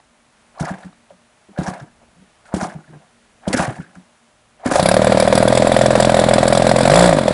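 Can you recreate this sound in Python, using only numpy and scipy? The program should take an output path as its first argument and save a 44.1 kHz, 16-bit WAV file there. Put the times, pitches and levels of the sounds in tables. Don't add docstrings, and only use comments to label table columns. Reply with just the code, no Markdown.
import sys
import numpy as np
from scipy import signal
from scipy.fft import rfft, irfft
from scipy.io import wavfile
from scipy.ndimage import uniform_filter1d

SR = 44100
rng = np.random.default_rng(int(sys.argv[2]) if len(sys.argv) > 2 else 0)


def volts_from_decibels(level):
    exponent = np.asarray(level, float) / 20
    return 10 ** exponent


def digitize_waveform(pressure):
    field = np.atleast_2d(pressure).T
    bounded = np.clip(field, -1, 1)
    quanta = np.round(bounded * 32767).astype(np.int16)
    wavfile.write(sys.argv[1], SR, quanta)


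N = 323253
TIME = np.arange(N) / SR
SHORT = 8192


def level(x, db):
    return x * volts_from_decibels(db) / np.sqrt(np.mean(x ** 2))


def band(x, hz, width):
    return signal.lfilter(*signal.iirpeak(hz, hz / width, fs=SR), x)


def highpass(x, hz, order=3):
    return signal.sosfilt(signal.butter(order, hz, "high", fs=SR, output="sos"), x)


def resonate(x, peaks):
    total = 0
    for k, (hz, width, db) in enumerate(peaks):
        total = total + (-1) ** k * volts_from_decibels(db) * band(band(x, hz, width), hz, 2 * width)
    return total


def decay(t, t60):
    return 1000. ** (-t / t60)


def ring(modes, drop=0.):
    t = TIME[:SHORT]
    bent = t + drop * 0.0043 * (1 - np.exp(-t / 0.0021))
    return sum(volts_from_decibels(db) * np.sin(2 * np.pi * hz * bent) * decay(t, t60) for hz, db, t60 in modes)


def push(ms):
    shape = np.hanning(int(ms * SR / 1000) + 3)
    return shape / shape.sum()


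def train(times, sizes, shape):
    clicks = np.zeros(N)
    np.add.at(clicks, np.minimum((times * SR).astype(int), N - 1), sizes)
    return signal.fftconvolve(clicks, shape)[:N]


def coloured(points):
    hz, db = np.transpose(points)
    gain = volts_from_decibels(np.interp(np.log(np.fft.rfftfreq(N, 1 / SR) + 1), np.log(hz), db))
    return level(irfft(rfft(rng.standard_normal(N)) * gain, N), 0)


def walk(rate):
    k = int(SR / rate)
    held = np.repeat(np.minimum(rng.standard_normal(N // k + 1), 1.3), k)
    return uniform_filter1d(held, k)[:N]


def grains(rate, spread_db):
    size = volts_from_decibels(spread_db * np.minimum(rng.exponential(size=N), 1.6)) * np.sign(rng.standard_normal(N))
    return (rng.random(N) < rate / SR) * size


def strokes(times, db, swell, fade):
    grid = TIME[::32]
    late = grid - np.asarray(times)[:, None]
    after = np.maximum(late, 0)
    rise = volts_from_decibels(np.asarray(db)[:, None] + swell * np.minimum(late, 0))
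    fall = volts_from_decibels(-fade * after) + volts_from_decibels(-28 - 0.38 * fade * after)
    return np.interp(TIME, grid, (rise * fall).sum(axis=0))


def bursts(events, decay_s, share, db_up):
    out = np.zeros(N)
    for t, db, hz in events:
        hiss = rng.standard_normal(SHORT) * np.exp(-TIME[:SHORT] / decay_s)
        hiss = band(band(hiss, hz, share * hz), hz, 2 * share * hz)
        out[int(t * SR):int(t * SR) + SHORT] += volts_from_decibels(db + db_up) * hiss / abs(hiss).max()
    return out


# (time [s], count [turns])
CRANK_TURNS = [(4.7556, -1), (4.7951, 0), (4.8569, 2), (4.9133, 4), (4.9662, 6), (5.2755, 18), (5.4765, 26),
               (5.6701, 34), (6.0472, 50), (6.6204, 74), (6.8534, 84), (6.8973, 86), (6.9556, 89),
               (7.0908, 97), (7.1268, 99), (7.1856, 102), (7.2794, 106), (7.334, 108)]
# (time [s], burn [0-1], crack level [dB])
UNEVEN_TURNS = [(4.756, 0.81, -5), (4.828, 0.22, 3), (4.886, 0.52, 5), (4.941, 0.61, -1.5),
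                (5.044, 0.57, 2), (5.199, 0.79, 3.5), (5.352, 0.37, -0.5), (5.550, 0.44, 0),
                (5.742, 0.37, -4), (5.789, 0.52, -3), (6.024, 0.7, 1), (6.167, 0.73, 1), (6.310, 0.68, -20),
                (6.453, 0.4, -16), (6.549, 0.57, -1), (6.691, 0.57, 2), (6.784, 0.72, 4.5),
                (6.830, 0.3, -7), (6.876, 0.91, -4), (6.936, 0.76, 3), (7.024, 0.99, 5),
                (7.075, 0.56, -3.5), (7.091, 0.98, -2), (7.110, 0.26, -16), (7.127, 1, -2),
                (7.147, 0.07, -25), (7.186, 0.93, -7), (7.232, 0.25, -30), (7.279, 0.83, -2)]


def firing():
    s, count = np.transpose(CRANK_TURNS)
    turns = np.arange(count[0], count[-1])
    when = np.interp(turns, count, s)
    burn = 1. * (turns % 2 == 0)
    crack_db = np.where(burn, -.1, -30.)
    blip, shut = (turns >= 86) & (turns <= 97), turns > 97
    burn[blip], crack_db[blip] = 0.81, 1.5
    for t, share, db in UNEVEN_TURNS:
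        k = np.argmin(abs(when - t))
        burn[k], crack_db[k] = share, db
    return when, burn, crack_db, blip, shut


# (pitch [Hz], level [dB], t60 [s])
HOT_PIPE_TONES = [(333, -17.5, 0.037), (526.8, -3.5, 0.042), (598.5, 3, 0.018), (761, -4, 0.021),
                  (890, -21.5, 0.062), (1700, -12, 0.0078), (2243, -5, 0.0078)]
# (pitch [Hz], level [dB], t60 [s])
COLD_PIPE_TONES = [(286, 2.5, 0.022), (508, -6, 0.027), (612, 11, 0.033)]


def exhaust():
    when, burn, _, blip, shut = firing()
    force_luck, late_luck, cough_luck, twin_luck, twin_size_luck = rng.standard_normal((5, len(when)))
    force = -burn * volts_from_decibels(1.37 * force_luck + 1.5 * blip)
    opens = when + 0.0023 * (1 - burn)
    bang, heat = 0, rng.integers(-1, 2, len(when))
    for step in (-1, 0, 1):
        pipe = ring(np.multiply(HOT_PIPE_TONES, (1 + step * 0.043, 1, 1)), drop=0.17)
        blow = np.convolve(pipe, push(ms=0.91))
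        size = force * (heat == step)
        bang += train(opens, size, blow)
        bang += train(opens + .0017 + .00012 * twin_luck, size * volts_from_decibels(-9 + 1.6 * twin_size_luck), blow)
    cough_size = (burn - 1) * volts_from_decibels(1.5 * cough_luck - 3.5 * shut)
    cough = train(when + 0.00051 * late_luck, cough_size, np.convolve(ring(COLD_PIPE_TONES), push(ms=2.0)))
    rough = 1 + 0.12 * level(band(rng.standard_normal(N), 1600, 1300), 0)
    return highpass(volts_from_decibels(.3) * bang * rough + volts_from_decibels(-3.7) * cough, 294)


# (pitch [Hz], width [Hz], level [dB], change while cold [dB])
METAL_PARTS = [(1030, 120, -11, 0), (1410, 500, -8, 0), (1580, 130, -7, 0), (2260, 160, -9.5, 0),
               (3460, 110, -5.5, -6), (3780, 260, -8, -3), (4400, 1450, -4.5, 0), (4780, 200, -14, 2),
               (7330, 350, -8, -6), (7980, 480, -7.5, -5), (9800, 1400, -7, 4)]


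def metal():
    when, burn, crack_db, _, _ = firing()
    t = TIME[:SHORT]
    hiss = (1 - np.exp(-t / .0006)) * np.exp(-t / 0.0042) + 0.22 * np.exp(-t / 0.011)
    size = volts_from_decibels(crack_db + 1.5 * rng.standard_normal(len(when)))
    jet = train(when + 0.0022 - 0.0012 * (1 - burn), size, hiss)
    jet = jet * rng.standard_normal(N) * volts_from_decibels(4.0 * walk(700))
    rattle = signal.lfilter([1], [1, -.97], abs(grains(rate=160, spread_db=6)))
    jet += volts_from_decibels(-17) * (TIME > when[0]) * rattle * rng.standard_normal(N)
    cold = np.interp(TIME, (4.8, 5.5), (1, 0))
    mix = rng.standard_normal((len(when), len(METAL_PARTS)))
    mix = mix[np.clip(np.searchsorted(when, TIME) - 1, 0, None)].T
    out = 0
    for (hz, width, db, cold_db), m in zip(METAL_PARTS, mix):
        struck = volts_from_decibels(db + cold_db * cold + 4.5 * np.minimum(m, .9)) * jet
        out = out + band(struck, hz, width) / np.sqrt(width / 500)
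    return volts_from_decibels(-5.5) * out


# (time [s], level [dB])
LOAD = [
    (4.7, -45),
    (4.8, -22),
    (5.2, -21.5),
    (6.8, -20.5),
    (6.95, -17),
    (7.05, -15.5),
    (7.13, -18.5),
    (7.22, -23.5),
    (7.33, -24.5),
]
# (multiple of shaft speed, level [dB])
SHAFT_TONES = [(1, -10), (2, -11), (3, -4), (4, -12), (5, -4), (6, -5), (7, -51)]
# (frequency [Hz], level [dB per Hz])
WASH_NOISE = [(20, -22), (45, -32), (150, -4), (300, -7.5), (600, -1.5), (1000, -8.5), (1700, -12.5),
              (2900, -22), (4000, -18.5), (6300, -31), (8000, -26), (11000, -30)]


def propeller():
    s, load_db = np.transpose(LOAD)
    angle = 2 * np.pi * uniform_filter1d(np.interp(TIME, *np.transpose(CRANK_TURNS)), size=2001)
    speed = np.gradient(angle) * SR / (2 * np.pi)
    tones, thump = 0, angle - 2 * np.pi * speed * 0.00471
    for k, db in SHAFT_TONES:
        hz = k * speed
        box_db = 7.5 / (1 + ((hz - 180) / 55) ** 2)
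        dull_db = 10 * np.log10(1 + (hz / 270) ** 8)
        size = volts_from_decibels(db + box_db - dull_db + 1.6 * walk(17))
        tones = tones - size * np.cos(k * thump + 0.34 * walk(25))
    tones = tones * (1 - 0.095 * np.cos(thump / 2))
    throb = 1 + 0.034 * np.sin(2 * angle) + 0.24 * np.cos(angle - 1.3)
    wash = coloured(WASH_NOISE) * throb * volts_from_decibels(2.0 * walk(70))
    load_db = np.interp(TIME, s, load_db, left=-120)
    return volts_from_decibels(load_db) * (wash + volts_from_decibels(0.5 + 0.48 * np.maximum(load_db + 22, 0)) * tones)


# (time [s], peak level [dB], pipe pitch [Hz], brightness [dB])
COLD_POPS = [(0.608, -13.5, 158.5, -9), (0.705, -19.5, 187, -22), (0.846, -29, 181.4, -28),
             (1.115, -50, 180, -20), (1.486, -42, 200, -20), (1.588, -11.5, 174, -2),
             (1.677, -17, 184, -14), (1.812, -29, 137, -11), (2.16, -47, 171, -20),
             (2.195, -45.5, 190, -20), (2.539, -10, 185.4, 0.5), (2.621, -17, 200, -8),
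             (2.749, -25.5, 156, -12), (2.88, -40, 146, -12), (2.912, -38, 151, -12),
             (2.945, -39, 145, -12), (3.476, -11, 193, 0), (3.541, -10.5, 248, 2), (3.596, -11.5, 178, -3),
             (3.679, -18, 128, -0.5), (3.788, -21.5, 171, -19), (3.961, -35, 180, -19),
             (4.658, -11, 247, 1.5), (4.714, -13, 270, 9)]


def pops():
    out, t, wall_s = np.zeros(N), TIME[:SHORT], .027
    upper = np.convolve(ring([(560, 2.0, 0.021), (700, -10, 0.025)]), push(ms=0.79))[:SHORT]
    thin = np.convolve(ring([(320, 0, .055), (1.22 * 320, -5, .04)]), push(ms=1.5))[:SHORT]
    for start, db, hz, bright_db in COLD_POPS:
        rise = .0045 + .0009 * max(-10.5 - db, 0)
        late = np.maximum(t - rise, 0)
        swell = np.minimum(t / rise, 1) ** .45
        tone = np.sin(2 * np.pi * hz * t) * (decay(late, .034) + volts_from_decibels(-19) * decay(late, .3))
        overtone = volts_from_decibels(-11) * np.sin(2 * np.pi * 1.48 * hz * t) * decay(late, .03)
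        heave = volts_from_decibels(-6) * np.sin(2 * np.pi * .5 * hz * t) * decay(t, .055)
        thud = swell * (tone + overtone) + heave
        pop = volts_from_decibels(db + 3.3) * thud / abs(thud).max() - volts_from_decibels(db + bright_db - 1.5) * upper
        out[int(start * SR):int(start * SR) + SHORT] += pop
        echo = int((start + wall_s) * SR)
        out[echo:echo + SHORT] += volts_from_decibels(db - 4.5 + .5 * min(bright_db, 0)) * thin
    back = np.roll(out, int(wall_s * SR))
    return highpass(out + volts_from_decibels(-12.5) * band(back, 185, 130), 44)


def plywood_box():
    popped, pop_db = np.transpose(COLD_POPS)[:2]
    swelling = strokes(popped + 0.0074, pop_db - 15.5, swell=4000, fade=190)
    boom = resonate(rng.standard_normal(N), [(180, 71, -0.5), (353, 183, -13)])
    return swelling * level(boom, -2.5)


# (time [s], gulp level [dB], reeds level [dB], leak level [dB])
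HAND_STROKES = [(.55, -53, -51, -68), (.6, -28, -33.5, -36), (.645, -30, -35, -43),
                (0.685, -27.5, -36.5, -44.5), (.74, -36, -46, -56), (.785, -46, -52, -56),
                (.834, -44, -46, -53), (1.104, -49, -60, -65), (1.582, -33, -37, -41),
                (1.596, -36, -36, -39), (1.632, -34, -39, -38), (1.67, -22, -31, -35),
                (1.735, -36, -44, -52), (1.8, -46, -48, -55), (2.02, -51, -62, -74), (2.462, -51, -47, -54),
                (2.542, -21.5, -30, -33), (2.612, -31, -32.5, -34.5), (2.642, -25, -45, -42),
                (2.704, -44, -44, -57), (2.885, -51, -54, -71), (2.94, -46, -56, -72),
                (3.02, -49, -62, -75), (3.435, -45, -48, -67), (3.479, -27, -32.5, -29),
                (3.532, -28, -21, -23.5), (3.575, -30, -24, -28), (3.594, -22, -26, -32),
                (3.62, -27, -36, -44), (3.65, -31, -36, -47), (3.69, -40, -43, -47), (3.755, -50, -51, -57),
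                (3.802, -56, -49, -56), (3.954, -50, -55, -56), (4.6, -47, -47, -63), (4.65, -30, -36, -45),
                (4.663, -23, -25.5, -30), (4.715, -21, -25.5, -24.5), (4.738, -26, -30, -27),
                (4.76, -19, -27, -27)]
# (pitch [Hz], width [Hz], level [dB])
INTAKE_TONES = [(486, 930, 1), (700, 313, 30), (1080, 620, -35)]
# (pitch [Hz], width [Hz], level [dB])
REED_TONES = [(1350, 370, -1), (1630, 270, 7.5), (2180, 400, -4.5), (2780, 1100, -7.5)]


def wheeze():
    s, gulp_db, reeds_db, leak_db = np.transpose(HAND_STROKES)
    air = strokes(s, gulp_db, swell=600, fade=225)
    reeds = strokes(s, reeds_db, swell=2500, fade=235)
    leaks = strokes(s, leak_db, swell=3000, fade=270)
    chatter = level(grains(rate=450, spread_db=4.5), 0.76)
    gulp = resonate(rng.standard_normal(N) * volts_from_decibels(6.9 * walk(110)) + chatter, INTAKE_TONES)
    clatter = resonate(rng.standard_normal(N) * volts_from_decibels(6.2 * walk(120)) + chatter, REED_TONES)
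    leak = rng.standard_normal(N) * volts_from_decibels(6.5 * walk(130)) + level(grains(rate=640, spread_db=10.0), -6.5)
    hiss = band(highpass(leak, 3000, order=2), 6500, 11000)
    out = volts_from_decibels(-1.2) * air * level(gulp, -3.03)
    out += volts_from_decibels(-1.5) * reeds * level(clatter, -1.8)
    return out + volts_from_decibels(.3) * leaks * level(hiss, -3.2)


# (time [s], peak level [dB], pitch [Hz])
LEAK_SPITS = [(0.5851, -36, 4460), (0.6005, -29, 4540), (0.6134, -31, 3370), (0.626, -27, 5350),
              (0.6519, -24, 5500), (0.6664, -34, 5050), (0.6908, -31, 6300), (0.7133, -39, 4200),
              (0.7387, -43, 3040), (0.7814, -45, 3450), (0.8305, -39, 3870), (0.9298, -46, 3890),
              (1.0994, -44, 3040), (1.5778, -36, 3480), (1.5863, -32, 4040), (1.5934, -31, 3350),
              (1.6214, -33, 4190), (1.6352, -31, 5490), (1.6646, -24, 5750), (1.6714, -26, 5800),
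              (1.6796, -23, 5660), (1.6954, -34, 5530), (1.7044, -36, 3920), (1.737, -38, 4080),
              (1.7983, -37, 3070), (2.4543, -42, 4650), (2.5396, -23, 7530), (2.5464, -26, 3040),
              (2.6055, -27, 6720), (2.6125, -21, 5710), (2.6309, -21, 6190), (2.6354, -22, 5570),
              (2.6554, -35, 3410), (2.6873, -38, 3130), (2.6974, -37, 5050), (2.7252, -43, 5610),
              (3.479, -20, 3120), (3.5299, -11, 4470), (3.5434, -17, 6360), (3.5654, -20, 5560),
              (3.5743, -15, 5640), (3.5894, -22, 5500), (3.6004, -19, 5180), (3.6144, -26, 5640),
              (3.6274, -32, 6090), (3.6516, -31, 5500), (3.6674, -31, 4540), (3.7045, -32, 7860),
              (3.7803, -47, 3470), (3.8422, -48, 3640), (3.9524, -43, 6070), (4.6598, -20, 3980),
              (4.7117, -16, 5630), (4.7351, -15, 5550), (4.7606, -13, 6900)]


def leak_spits():
    return bursts(LEAK_SPITS, decay_s=.0032, share=.27, db_up=-3.5)


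# (time [s], peak level [dB], pitch [Hz])
REED_CLACKS = [(0.5477, -46, 1480), (0.5771, -34, 1150), (0.5934, -29, 1540), (0.627, -23, 1470),
               (0.6539, -23, 1670), (0.6779, -24, 1180), (0.6914, -23, 1650), (0.7392, -31, 1650),
               (0.8335, -34, 1680), (0.9268, -47, 1200), (1.5623, -34, 1570), (1.5763, -31, 1580),
               (1.6067, -28, 1450), (1.6347, -30, 1480), (1.6641, -23, 1700), (1.6834, -25, 1170),
               (1.7054, -28, 1180), (1.736, -29, 1700), (1.7998, -32, 1520), (1.8243, -41, 1440),
               (1.8801, -46, 1650), (2.4553, -41, 1540), (2.4862, -40, 1440), (2.5287, -29, 1460),
               (2.5384, -27, 1410), (2.6035, -24, 1520), (2.611, -21, 1390), (2.6364, -24, 1170),
               (2.6978, -29, 1560), (2.7846, -43, 1190), (2.8035, -42, 1450), (2.8404, -44, 1530),
               (2.8774, -44, 1690), (2.9347, -45, 1710), (3.454, -32, 1580), (3.475, -25, 1420),
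               (3.5464, -15, 1600), (3.5798, -14, 1430), (3.5992, -14, 1150), (3.6516, -21, 1760),
               (3.7055, -33, 1650), (3.7414, -41, 1590), (3.7534, -40, 2060), (3.7833, -36, 1720),
               (3.8028, -36, 1410), (3.8312, -40, 1530), (3.8422, -39, 1630), (3.8631, -40, 1750),
               (3.8911, -44, 1440), (3.9064, -46, 1480), (3.9534, -35, 1530), (4.6603, -18, 1610),
               (4.7132, -17, 1220), (4.7366, -14, 1710)]


def reed_clacks():
    return bursts(REED_CLACKS, decay_s=.004, share=.14, db_up=-1.5)


# (time [s], peak level [dB], pitch
# [Hz], t60 [s], brightness [dB])
KNOCKS = [(0.597, -29, 800, 0.064, -19), (.679, -19, 800, .05, -20), (.692, -19, 760, .04, -20),
          (.737, -25, 700, .05, -20), (0.832, -36, 791, 0.089, -5), (0.926, -42, 767, 0.064, -10),
          (1.104, -29, 565, 0.085, -26), (1.484, -34.5, 414, 0.056, -13), (1.53, -38, 700, .07, -10),
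          (1.575, -18.5, 560, 0.07, -17), (1.734, -22, 700, .04, -20), (1.775, -31, 650, .04, -20),
          (1.798, -38, 5600, .05, 0), (1.808, -39, 791, 0.061, -15), (2.022, -40, 520, 0.045, -10),
          (2.159, -49, 517, 0.07, -8), (2.223, -46, 428, 0.07, -8), (2.456, -43, 600, 0.07, 3),
          (2.599, -18, 805, 0.05, -5), (2.612, -11.5, 700, 0.05, -8), (2.628, -15, 900, .05, -10),
          (2.645, -10, 760, 0.042, -22), (2.804, -37, 784, 0.057, -14), (2.883, -44, 630, 0.064, -13),
          (2.895, -38, 320, .16, -30), (2.925, -36, 420, .14, -30), (2.95, -38, 310, .16, -30),
          (3.467, -12.5, 645, 0.067, -28), (3.529, -12, 518, 0.1, 6), (3.531, -12, 2050, .04, -10),
          (3.6, -5, 760, 0.03, -10), (3.763, -28.5, 740, 0.056, -3), (3.844, -45, 829, 0.07, 1),
          (3.784, -31, 760, .05, -20), (3.93, -40, 720, .04, -20), (3.954, -39, 800, 0.07, -4),
          (4.761, -4, 650, .04, -20), (4.78, -5, 716, 0.063, -16)]


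def ticks():
    out = np.zeros(N)
    for t, db, hz, t60, bright_db in KNOCKS:
        noise = rng.standard_normal((2, SHORT))
        wood = noise[0] * decay(TIME[:SHORT], t60)
        wood = band(band(wood, hz, 0.25 * hz), hz, 0.54 * hz)
        click = noise[1] * decay(TIME[:SHORT], 0.037)
        click = band(click, 1970, 700) + volts_from_decibels(-14) * highpass(click, 2300)
        knock = wood / abs(wood).max() + volts_from_decibels(bright_db + 0.5) * click / abs(click).max()
        out[int(t * SR):int(t * SR) + SHORT] += volts_from_decibels(db - 4.5) * knock
    return out


# (frequency [Hz], level [dB per Hz])
YARD_AIR = [(15, -53), (25, -19), (66, -14), (197, -11.5), (235, -5), (260, -13), (372, -16), (651, -12),
            (740, -12), (1710, -15.5), (4990, -24.5), (9440, -25.5), (11000, -25), (14300, -65),
            (22000, -120)]
# (pitch [Hz], width [Hz], level [dB])
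FAR_HUM = [(234.6, 7.1, -67), (606, 23, -70)]


def yard():
    hum = 0
    for hz, width, db in FAR_HUM:
        hum = hum + level(band(band(rng.standard_normal(N), hz, width), hz, width), db)
    breeze = level(band(rng.standard_normal(N), 40, 60), -64.5) * volts_from_decibels(6.2 * walk(3.23))
    return volts_from_decibels(-57 + 0.37 + 0.86 * walk(3.6)) * coloured(YARD_AIR) + hum + breeze


def scene():
    engine = exhaust() + metal() + propeller() + pops() + plywood_box()
    engine += wheeze() + leak_spits() + reed_clacks() + ticks()
    # (pitch [Hz], width [Hz], share)
    for hz, width, share in [(455.5, 41.5, 0.78), (3000, 470, 0.14), (6100, 560, 0.073)]:
        engine = engine - share * band(engine, hz, width)
    paving = band(np.roll(engine, int(0.004166 * SR)), 1160, 1900)
    return (engine + volts_from_decibels(-20.5) * paving + yard())[None]


def roll_off(x):
    return signal.sosfilt(signal.butter(12, 16000, fs=SR, output="sos"), x)


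def record(dry):
    top = signal.ellip(10, .2, 70, 10650, fs=SR, output="sos")
    capsule = signal.sosfilt(top, dry)
    ceiling = 0.83
    flat = capsule / (1 + abs(capsule / ceiling) ** 6) ** (1 / 6)
    flat = highpass(flat, 46, order=1)
    body = signal.sosfiltfilt(top, flat)
    mix = body + volts_from_decibels(-8) * (flat - body)
    return roll_off(mix)


dry = scene()
out = record(dry)
digitize_waveform(out)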